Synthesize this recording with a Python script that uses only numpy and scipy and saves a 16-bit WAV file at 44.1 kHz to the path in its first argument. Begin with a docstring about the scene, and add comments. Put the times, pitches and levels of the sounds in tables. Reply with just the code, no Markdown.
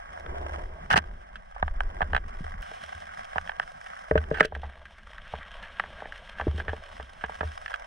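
"""Under water at night, heard by the two microphones of a camera in a sealed case on an arm.
Water hisses and ticks past, the case sways and wobbles in the flow, and a faint hum wavers. Near 0.9 s a
speargun fires beside it: taps and bumps ring the case's resonances and the shaft scrapes out. Taps go on.
At 2.62 s one hears a thin click and from there a brighter hiss; near 4.4 s the shaft slides along the gun.
From about 5.1 to 6.4 s the camera folds its two channels almost into one, then the stereo opens again."""
import sys
import numpy as np
from scipy import signal
from scipy.fft import rfft, irfft, next_fast_len
from scipy.io import wavfile
from scipy.ndimage import map_coordinates

SR = 44100
rng = np.random.default_rng(int(sys.argv[2]) if len(sys.argv) > 2 else 0)


def waveform_to_disk(signal):
    """Save audio, clipped to [-1, 1], as 16-bit WAV at the path in sys.argv[1]."""
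    frames = np.transpose(np.atleast_2d(signal))
    scaled = np.clip(frames, -1, 1) * 32767
    samples = np.round(scaled).astype(np.int16)
    wavfile.write(sys.argv[1], SR, samples)


N = 346626

# Resonances of the case, by the part that rings: centre_hz, width_hz, relative level_db
WALL_MODES = [(439.4, 30, 3), (617.6, 43.4, 4), (309, 310, -8)]
LID_MODES = [(767, 153, 2.5), (990, 83, -0.5), (1170, 66, 0)]
CAVITY_MODES = [(1508, 69, 7.5), (1730, 305, 11), (1295, 290, 0)]
# Sharp crack of a hard contact: centre_hz, width_hz, relative level_db
CRACK_MODES = [(2700, 860, 0.5), (3140, 580, 6), (3880, 180, -6.5), (4900, 2330, -7.5), (6940, 1300, -20.5),
               (8000, 1100, -16.5)]
LOW_CRACK, HIGH_CRACK = CRACK_MODES[:2], CRACK_MODES[2:]
# Twisting of the case, opposite at the two ports: centre_hz, width_hz, relative level_db
TWIST_MODES = [(725, 200, 0), (1285, 170, 1), (1710, 190, -5), (2900, 1200, -23), (5540, 980, -39),
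               (9100, 1800, -59)]
# The case in the flow, ahead of the mix: time_s, churning_db, sway_db
FLOW_ROWS = [(0, -67.5, -56), (.2, -60.5, -53.5), (.3, -54.5, -47), (.5, -54.5, -48), (.66, -57, -37),
             (.77, -60.5, -52), (1.0, -58, -45), (1.5, -71, -52.5), (1.84, -58, -38), (2.1, -58.5, -41.5),
             (2.45, -62, -45.5), (2.62, -64, -44.5), (2.621, -66.5, -61), (2.87, -64.5, -65.5),
             (3.4, -68.5, -52), (3.6, -66, -56.5), (4.02, -71.5, -62), (4.3, -55.5, -47), (4.55, -61, -53),
             (4.9, -66, -59.5), (5.6, -66.5, -53), (5.9, -62, -56), (6.3, -67, -54.5), (6.6, -54, -48),
             (6.8, -64, -51), (7.13, -67.5, -59), (7.5, -63.5, -57.5), (7.86, -72, -54)]
CALM_DB = -65  # churning at which the arm and surge layers have their reference level


def amp(db):
    """Amplitude ratio of a level in dB."""
    return 10 ** (np.asarray(db) / 20)


def unit(x):
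    """x scaled to rms 1."""
    return x / np.sqrt(np.mean(x ** 2) + 1e-20)


def along(points, hz):
    """(Hz, value) points read off along a log frequency axis."""
    f, v = np.transpose(points)
    return np.interp(np.log(hz + 1), np.log(f + 1), v)


def curves(rows, outside=None):
    """One value per sample for each column after the time."""
    times_s, *columns = np.transpose(rows)
    t = np.arange(N) / SR
    return [np.interp(t, times_s, column, outside, outside) for column in columns]


def wander(rate):
    """A smooth random curve, rate knots a second."""
    knots = rng.standard_normal(int(N * rate / SR) + 4)
    return map_coordinates(knots, [np.arange(N) * rate / SR])


def filtered(x, response):
    """x times a complex response of frequency, padded so that tails do not wrap round at once."""
    length = x.shape[-1]
    m = next_fast_len(length + min(length // 2, SR // 5), True)
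    spectrum = rfft(x, m) * response(np.fft.rfftfreq(m, 1 / SR))
    return irfft(spectrum, m)[..., :length]


def modes(table):
    """The causal response of a set of resonances; the thick wall dulls what lies far from them."""
    low_hz = 0.82 * min(row[0] for row in table)
    top_hz = 1.137 * max(row[0] for row in table)

    def response(f):
        ring = 0
        for k, (centre, width, db) in enumerate(table):
            mode = 1j * f * width / (centre * centre - f * f + 1j * f * width)
            ring = ring + (-1) ** k * amp(db) * mode  # neighbours alternate in sign
        return ring * (1j * f / (low_hz + 1j * f)) ** 2 / (1 + 1j * f / top_hz) ** 4
    return response


def coloured(x, spectrum):
    """x given a spectrum, rms 1."""
    return unit(filtered(x, lambda hz: amp(along(spectrum, hz))))


def summed_db(levels_db, offsets_db):
    """Level of several parts added in power."""
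    return 10 * np.log10(sum(amp(a + b) ** 2 for a, b in zip(levels_db, offsets_db)))


def stirring(ticks):
    """Strength of the flow: uneven swells, and ticks of a few ms, each of its own size."""
    sizes = np.zeros(N)
    size_db = np.minimum(4 * rng.exponential(size=len(ticks)), 13)
    sizes[ticks] = amp(size_db + rng.normal(0, 3.4, len(ticks)))
    t = np.arange(SR // 100) / SR
    pulse = (1 - np.exp(-t / 0.00099)) * np.exp(-t / 0.0012)
    swells = amp(2 * wander(40) + 1.3 * wander(12))
    return swells + 2.86 * signal.fftconvolve(sizes, pulse)[:N]


def water():
    """Hiss, with grit and small bubbles ticking against the case, heard by one port a little late."""
    # Water past the case, relative levels: time_s, gurgle_db, rustle_db, sizzle_db, fizz_db
    water_rows = [(0, -58, -48, -67.5, -68), (.41, -44.5, -49, -67, -66), (.9, -55, -52, -69, -71.5),
                  (1.5, -62.5, -55.5, -71, -74.5), (2.0, -53, -53, -70, -71.5),
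                  (2.25, -63.5, -51.5, -65.5, -69), (2.62, -57, -50, -68, -68),
                  (2.621, -57, -45, -54.5, -60), (3.21, -58.5, -47, -59.5, -63),
                  (3.56, -54.5, -49.5, -62.5, -64.5), (3.88, -60.5, -47.5, -60, -61.5),
                  (4.31, -51, -50.5, -67, -67.5), (4.49, -64, -62, -63, -78), (4.75, -56, -53, -62, -73.5),
                  (5.04, -62.5, -53, -61, -70.5), (5.3, -53, -48, -53.5, -68),
                  (5.75, -50.5, -48, -53.5, -67.5), (6.5, -51.5, -47, -52.5, -64),
                  (6.76, -53.5, -53, -57, -66), (7.38, -57.5, -49.5, -57.5, -63),
                  (7.86, -53.5, -49, -58.5, -62.5)]
    # Spectra of the layers: frequency_hz, level_db per Hz
    surge_spectrum = [(150, -12), (250, -19), (356, -2), (500, -8.5), (650, -20.5), (1100, -120)]
    gurgle_spectrum = [(280, -70), (480, -9.5), (612, -0.5), (679, -2.5), (759, -7.5), (1000, -8),
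                       (1300, -32), (2200, -120)]
    rustle_spectrum = [(560, -56), (950, -15.5), (1020, -26), (1090, -2), (1210, -5.5), (1300, -4),
                       (1420, -4.5), (1570, 1), (1640, 5), (1710, -5), (1930, -3.5), (2140, -8.5),
                       (2300, -13), (2990, -55.5), (5060, -120)]
    sizzle_spectrum = [(1350, -46), (2300, -2.5), (2750, 1.5), (3240, 5), (3440, -1.5), (3770, -3),
                       (3970, -14.5), (4200, -6.5), (5460, -48), (9240, -120)]
    fizz_spectrum = [(2470, -31), (4200, -13.5), (4590, -16), (4940, -2.5), (5400, -0.5), (5940, -6),
                     (7430, -14), (8890, -8.5), (11600, -26), (13500, -28.5), (16000, -60)]
    # The water's opposite part at the ports: frequency_hz, level_db per Hz
    across_spectrum = [(59, -43), (100, -30), (189, -21), (302, -52), (381, -40.5), (471, -29), (721, 1.5),
                       (991, -11.5), (1250, -7.5), (2520, -25.5), (3120, -22), (4200, -41.5), (5420, -36),
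                       (9820, -45), (16000, -67)]
    port_lag_s = 0.00048  # the left port hears the water later by this
    surge_calm_db, surge_grows = -69.5, 2.13  # relative dB when calm; dB per dB of churning
    across_db = (2.5, 4)  # the opposite part over gurgle and rustle; other layers do not count

    hiss_db = curves(water_rows)
    surge_db = surge_calm_db + surge_grows * (curves(FLOW_ROWS)[0] - CALM_DB)
    ticks = np.flatnonzero(rng.random(N) < 70 / SR * amp(5 * wander(6)))  # grit comes in clumps
    near, stray = rng.standard_normal((2, N))

    # a lag turns the ports' sum as a cosine and their difference as a sine; only the signs are kept
    def both(v):
        return filtered(v, lambda hz: np.sign(np.cos(np.pi * hz * port_lag_s)))

    def apart(v):
        return filtered(v, lambda hz: -1j * np.sign(np.sin(np.pi * hz * port_lag_s)))

    # a tick need not excite all modes alike
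    low, middle, high = stirring(ticks), stirring(ticks), stirring(ticks)
    low_rush, middle_rush, high_rush = [both(flow * near) for flow in (low, middle, high)]
    gurgle_db, rustle_db, sizzle_db, fizz_db = hiss_db
    layers = [(surge_db, surge_spectrum, stray), (gurgle_db, gurgle_spectrum, low_rush),
              (rustle_db, rustle_spectrum, middle_rush), (sizzle_db, sizzle_spectrum, high_rush),
              (fizz_db, fizz_spectrum, high_rush)]
    common = sum(amp(db - 2.0) * coloured(rush, spectrum) for db, spectrum, rush in layers)
    difference = apart(middle * near) + 0.64 * middle * stray
    opposite = amp(summed_db(hiss_db, across_db)) * coloured(difference, across_spectrum)
    opposite += 0.75 * amp(surge_db) * coloured(near, surge_spectrum)
    return np.array([common, opposite])


def mount():
    """The case sways, wobbles near one pitch on its arm, and the flow swishes round it."""
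    # Spectra of slow sway, stirred arm and swish: frequency_hz, level_db per Hz
    sway_spectrum = [(8.8, -21), (15, -1.5), (50, -6), (65, -47), (110, -120)]
    arm_spectrum = [(30, -61), (48, -18), (68, 0), (95, -15), (150, -73.5)]
    swish_spectrum = [(60, -44), (100, -3.5), (160, -1), (210, -2), (270, -11.5), (500, -74)]
    wobble_hz = 72.7
    arm_calm_db, arm_grows = -61.5, 1.66  # relative dB when calm; dB per dB of churning

    churn_db, sway_db = curves(FLOW_ROWS)
    sway = amp(2.5 * wander(6)) * coloured(rng.standard_normal(N), sway_spectrum)
    phase = 2 * np.pi * np.cumsum(wobble_hz * (1 + 0.0605 * wander(12))) / SR
    wobble = swing() * np.sin(phase)
    arm_db = arm_calm_db + arm_grows * (churn_db - CALM_DB)
    stirred = amp(arm_db) * coloured(rng.standard_normal(N), arm_spectrum)
    swish = coloured(amp(5.1 * wander(30)) * rng.standard_normal(N), swish_spectrum)
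    return amp(sway_db) * sway + wobble + stirred + amp(churn_db) * swish


def hum():
    """A faint low tone wavers in pitch and level."""
    pitch_hz = 175 * np.exp(.16 * wander(3) + 0.0598 * wander(15))
    return amp(-62.5 + 3 * wander(8)) * np.sin(2 * np.pi * np.cumsum(pitch_hz) / SR)


def taps():
    """A ragged contact rings each group of case modes; returns the common and the opposite part."""
    # Contacts: start_s, wall_db, lid_db, cavity_db (relative energies of the ring), contact_ms
    tap_rows = [(.262, -62, -84, -59, 2.8), (0.9033, -69, -71, -47, 5.5), (.91, -74, -49, -37, 11),
                (0.914, -72, -55, -45, 26), (.934, -60, -63, -39.5, 5.6), (0.9396, -69, -42.5, -38, 3.1),
                (0.957, -53, -68, -64, 7.6), (0.9637, -64, -52, -42.5, 15),
                (.9761, -72, -45.5, -45.5, 13.6), (0.986, -66, -65, -58, 2), (1.3551, -84, -84, -57, 12.4),
                (1.5615, -86, -57.5, -69, 29), (1.6259, -73, -41.5, -48, 4.6), (1.6785, -88, -55, -55, 6),
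                (1.8049, -74, -50.5, -44.5, 2.5), (2.0056, -53.5, -45.5, -56, 10),
                (2.017, -76, -45.5, -43, 3.7), (2.0251, -74, -50, -49.5, 4.7), (2.132, -53, -50, -46, 3.3),
                (2.147, -81, -47.5, -41.5, 7), (2.1632, -60, -50.5, -41, 4.1), (2.176, -65, -57, -52, 8),
                (2.4418, -69, -73, -65.5, 7.9), (2.714, -64.5, -64, -73, 12), (3.357, -56.5, -47, -63, 20),
                (3.381, -75, -49, -43.5, 3.2), (3.474, -88, -84, -58, 3.7), (3.493, -76, -54, -48.5, 5.4),
                (3.517, -80, -66, -60, 5.3), (3.5972, -69, -50.5, -42, 1.2), (3.6165, -80, -83, -63.5, 6),
                (3.6274, -84, -81, -60.5, 8.4), (3.862, -84, -89, -60.5, 11),
                (4.1104, -35, -49.5, -46, 5.1), (4.154, -32, -50, -52, 15),
                (4.1766, -52.5, -56, -43.5, 8.2), (4.239, -88, -84, -61.5, 2.5),
                (4.3117, -38.5, -61, -57, 2.9), (4.332, -54, -80, -70, 5), (4.342, -74, -78, -49.5, 23),
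                (4.398, -65, -69, -43, 12), (4.4057, -35.5, -42.5, -30.5, 5.3),
                (4.4268, -52.5, -71, -44.5, 24), (4.447, -45, -73, -47.5, 8.2),
                (4.5209, -58.5, -55, -68, 10), (4.5494, -67, -63, -52, 11.5), (4.562, -60, -62, -72, 5.3),
                (4.6315, -66, -52.5, -61, 38), (4.8533, -96, -85, -60.5, 9.9),
                (5.1812, -91, -87, -59.5, 2.2), (5.336, -55, -48, -73, 12), (5.6322, -89, -80, -56, 30),
                (5.7966, -78, -47, -40.5, 5.6), (5.837, -66, -58, -56.5, 4), (6.003, -80, -76, -59.5, 4.5),
                (6.02, -59.5, -54, -68, 3.3), (6.0551, -62.5, -58.5, -58.5, 9),
                (6.1217, -80, -78, -54.5, 7), (6.383, -82, -70, -56, 25), (6.397, -58, -46.5, -51, 14),
                (6.4107, -81, -55, -48, 4), (6.4167, -57, -56, -67, 13), (6.4684, -46, -81, -73, 7.7),
                (6.478, -76, -58, -64, 5), (6.58, -57, -64, -57, 43), (6.5989, -64, -56.5, -48, 10.6),
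                (6.68, -52.5, -57, -48, 13), (6.691, -72, -57, -50.5, 22), (6.7306, -49.5, -52.5, -61, 14),
                (6.997, -59.5, -57.5, -59, 20), (7.2088, -90, -83, -59, 29),
                (7.2376, -55.5, -49.5, -47, 16.3), (7.2938, -62.5, -54.5, -80, 8.9),
                (7.407, -51.5, -50, -46, 9), (7.4293, -52.5, -53, -60, 18), (7.6594, -91, -73, -51, 4.9),
                (7.6786, -90, -88, -56, 7.3), (7.731, -92, -90, -61, 0.79), (7.7395, -93, -72, -46, 6.6)]
    # level at the reference cavity energy; dB per dB of cavity; dB lost per dB that misses the cavity
    crack_ref_db, crack_grows, crack_dulls = -62, 0.84, 1.3
    edge_ref_db, edge_grows, edge_dulls = -73, 0.85, 4.4  # the same law for the highest crack modes
    twist_offsets_db = (-8, 2.5, -1.5)  # what wall, lid and cavity each pass to the twisting modes
    wall_leans = 0.39  # share of the wall's ring that leans to the left port

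    starts_s, wall_db, lid_db, cavity_db, contact_ms = np.transpose(tap_rows)
    body_db = [wall_db, lid_db, cavity_db]
    missed_db = summed_db(body_db, np.zeros(3)) - cavity_db
    crack_db = crack_ref_db + crack_grows * (cavity_db + 50) - crack_dulls * missed_db
    edge_db = edge_ref_db + edge_grows * (cavity_db + 49.5) - edge_dulls * missed_db
    twist_db = summed_db(body_db, twist_offsets_db)

    t = np.arange(SR // 10) / SR
    contact_s = contact_ms[:, None] / 1000
    shape = (1 - np.exp(-t / (0.038 * contact_s))) * amp(-15 * t / contact_s)
    noise = rng.standard_normal((len(starts_s), 2, len(t))).swapaxes(0, 1)
    common, opposite = shape * noise
    push = np.exp(-((t - .0012) / 0.00015) ** 2)  # the clean first blow, felt most by the low modes
    groups = [(WALL_MODES, common + 5 * push, wall_db), (LID_MODES, common + 3 * push, lid_db),
              (CAVITY_MODES, common + 1.42 * push, cavity_db), (LOW_CRACK, common, crack_db),
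              (HIGH_CRACK, common, edge_db), (TWIST_MODES, opposite - 1.16 * push, twist_db)]

    parts = np.zeros((2, N + len(t)))  # common, opposite
    for table, force, db in groups:
        rings = filtered(force, modes(table))
        rings *= np.sqrt(SR / np.sum(rings ** 2, axis=1, keepdims=True))  # equal energy
        rings *= amp(db[:, None] - 3.5)
        for start_s, ring in zip(starts_s, rings):
            i = round(start_s * SR)
            parts[int(table is TWIST_MODES), i:][:len(t)] += ring
            if table is WALL_MODES:
                parts[1, i:][:len(t)] += wall_leans * ring
            if table is LOW_CRACK or table is HIGH_CRACK:  # the crack reaches the ports unevenly
                side = np.sign(rng.normal())
                parts[1, i + 9:][:len(t) - 9] += 0.9 * side * ring[:-9]
    return parts[:, :N]


def bumps():
    """Soft blows against the case each give a few low cycles."""
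    # Dull bumps, ahead of the mix: start_s, level_db, pitch_hz
    bump_rows = [(.32, -46, 155), (.919, -31.5, 174), (0.944, -22.5, 157), (0.976, -25, 197),
                 (1.627, -31.5, 166), (2.019, -33, 167), (2.151, -34.5, 166), (2.407, -30.5, 166),
                 (2.602, -45, 144), (3.359, -38.5, 165), (4.111, -23, 170), (4.155, -18.5, 168),
                 (4.313, -24, 150), (4.407, -24.5, 170), (5.337, -37, 163), (6.469, -18, 332),
                 (6.479, -27.5, 138), (6.545, -36.5, 169), (7.241, -40.5, 175), (7.409, -36, 160)]
    cycles = 9  # to die by 60 dB
    out, t = np.zeros(N + SR), np.arange(SR // 10) / SR
    for start_s, db, hz in bump_rows:
        envelope = amp(db - 60 * t * hz / cycles) * (1 - np.exp(-t / 0.00033))
        out[round(start_s * SR):][:len(t)] += envelope * np.sin(2 * np.pi * hz * t)
    return out[:N]


def scrape(rows, wall_db, twist_db, edge_db):
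    """Steel dragging over the gun: dense uneven catches in the case modes."""
    cavity_db, crack_db = curves(rows, outside=-150)
    catches = amp(8.1 * np.tanh(wander(250))) * rng.standard_normal((2, N))
    common = amp(cavity_db - 7.5) * unit(filtered(catches[0], modes(CAVITY_MODES + LID_MODES)))
    common += amp(cavity_db + wall_db) * unit(filtered(catches[0], modes(WALL_MODES)))
    low, high = (unit(filtered(catches, modes(part))) for part in (LOW_CRACK, HIGH_CRACK))
    crack = amp(crack_db) * (low + amp(edge_db) * high)
    opposite = amp(cavity_db + twist_db) * unit(filtered(catches[1], modes(TWIST_MODES)))
    return np.array([common + amp(-7.0) * crack[0], opposite + amp(-6) * crack[1]])


def swing():
    """Size of the case's swing: each jolt builds it in a cycle, then it dies away, wide swings faster."""
    # Jolts that set the case swinging on its arm, ahead of the mix: start_s, level_db
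    jolt_rows = [(.93, -31), (1.0, -34), (1.63, -24), (1.819, -37), (1.889, -36), (2.025, -28.5),
                 (2.12, -24.5), (2.439, -31.5), (2.54, -39), (2.949, -43), (3.36, -37.5), (4.119, -22),
                 (4.171, -17), (4.31, -35), (4.53, -33), (4.559, -30.5), (4.635, -32.5), (5.334, -36),
                 (5.87, -47), (6.409, -31), (6.477, -17.5), (6.545, -24), (6.685, -25.5), (6.99, -38),
                 (7.241, -40), (7.411, -32), (7.445, -25.5)]
    decay_s, drag_s = 0.28, 0.0059  # 60 dB decay of a -33 dB jolt; s shorter per dB of a wider swing
    size, t = np.zeros(N + SR), np.arange(SR // 3) / SR
    for start_s, db in jolt_rows:
        t60 = max(decay_s - drag_s * (db + 33), .1)
        jolt = amp(db - 60 * t / t60) * (1 - np.exp(-t / 0.0072))
        part = size[round(start_s * SR):][:len(t)]
        part[:] = np.maximum(part, jolt)  # the wider swing prevails
    return size[:N]


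def click():
    """A thin click, one bare sample, just as the hiss becomes brighter."""
    out = np.zeros(N)
    out[round(2.622 * SR)] = amp(-36.5)
    return out


def scene():
    """The two ports hear the common part alike, but for a lean, and the opposite part inverted."""
    # Shaft scraping out of the gun: time_s, relative cavity_db, relative crack_db
    release_rows = [(.9, -45, -59), (.905, -21, -34), (.917, -20, -25), (.955, -26.5, -47),
                    (.964, -14, -28), (.979, -21.5, -24.5), (.988, -23, -38), (1.0, -53, -67)]
    # Shaft sliding along the gun: time_s, relative cavity_db, relative crack_db
    slide_rows = [(4.3, -59, -75), (4.33, -47, -51), (4.35, -34, -58), (4.38, -33, -49),
                  (4.404, -28.5, -36), (4.425, -29.5, -62), (4.452, -37, -25.5), (4.49, -75, -85)]
    # Lean of the common part: frequency_hz, share leaning left (negative: right)
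    lean_points = [(500, -0.1), (1000, -0.57), (1900, -0.32), (3300, -0.16), (5500, 0.25), (12000, .1)]
    release = scrape(release_rows, wall_db=-18.5, twist_db=-2.5, edge_db=-4)
    slide = scrape(slide_rows, wall_db=-16.5, twist_db=-13, edge_db=-7.5)
    common, opposite = water() + taps() + release + slide
    lean = filtered(common, lambda hz: along(lean_points, hz))
    opposite = opposite + hum() + lean
    low = amp(3.5) * (mount() + bumps() + click())
    return np.array([common + opposite + low, common - opposite + low])


def record(dry):
    """The camera narrows its stereo for a while and keeps nothing above its band limit."""
    # Stereo width: time_s, level_db of the difference between the channels
    width_rows = [(0, -0.5), (4.4, -1.5), (5.1, -42), (5.35, -62), (6.37, -55), (6.45, -17.5), (6.85, -6),
                  (7.5, -2)]
    top_hz = 16300
    mid = (dry[0] + dry[1]) / 2
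    side = (dry[0] - dry[1]) / 2 * amp(curves(width_rows)[0])
    stereo = np.array([mid + side, mid - side])
    return np.clip(filtered(stereo, lambda hz: hz < top_hz), -.99, .99)


dry = scene()
out = record(dry)
waveform_to_disk(out)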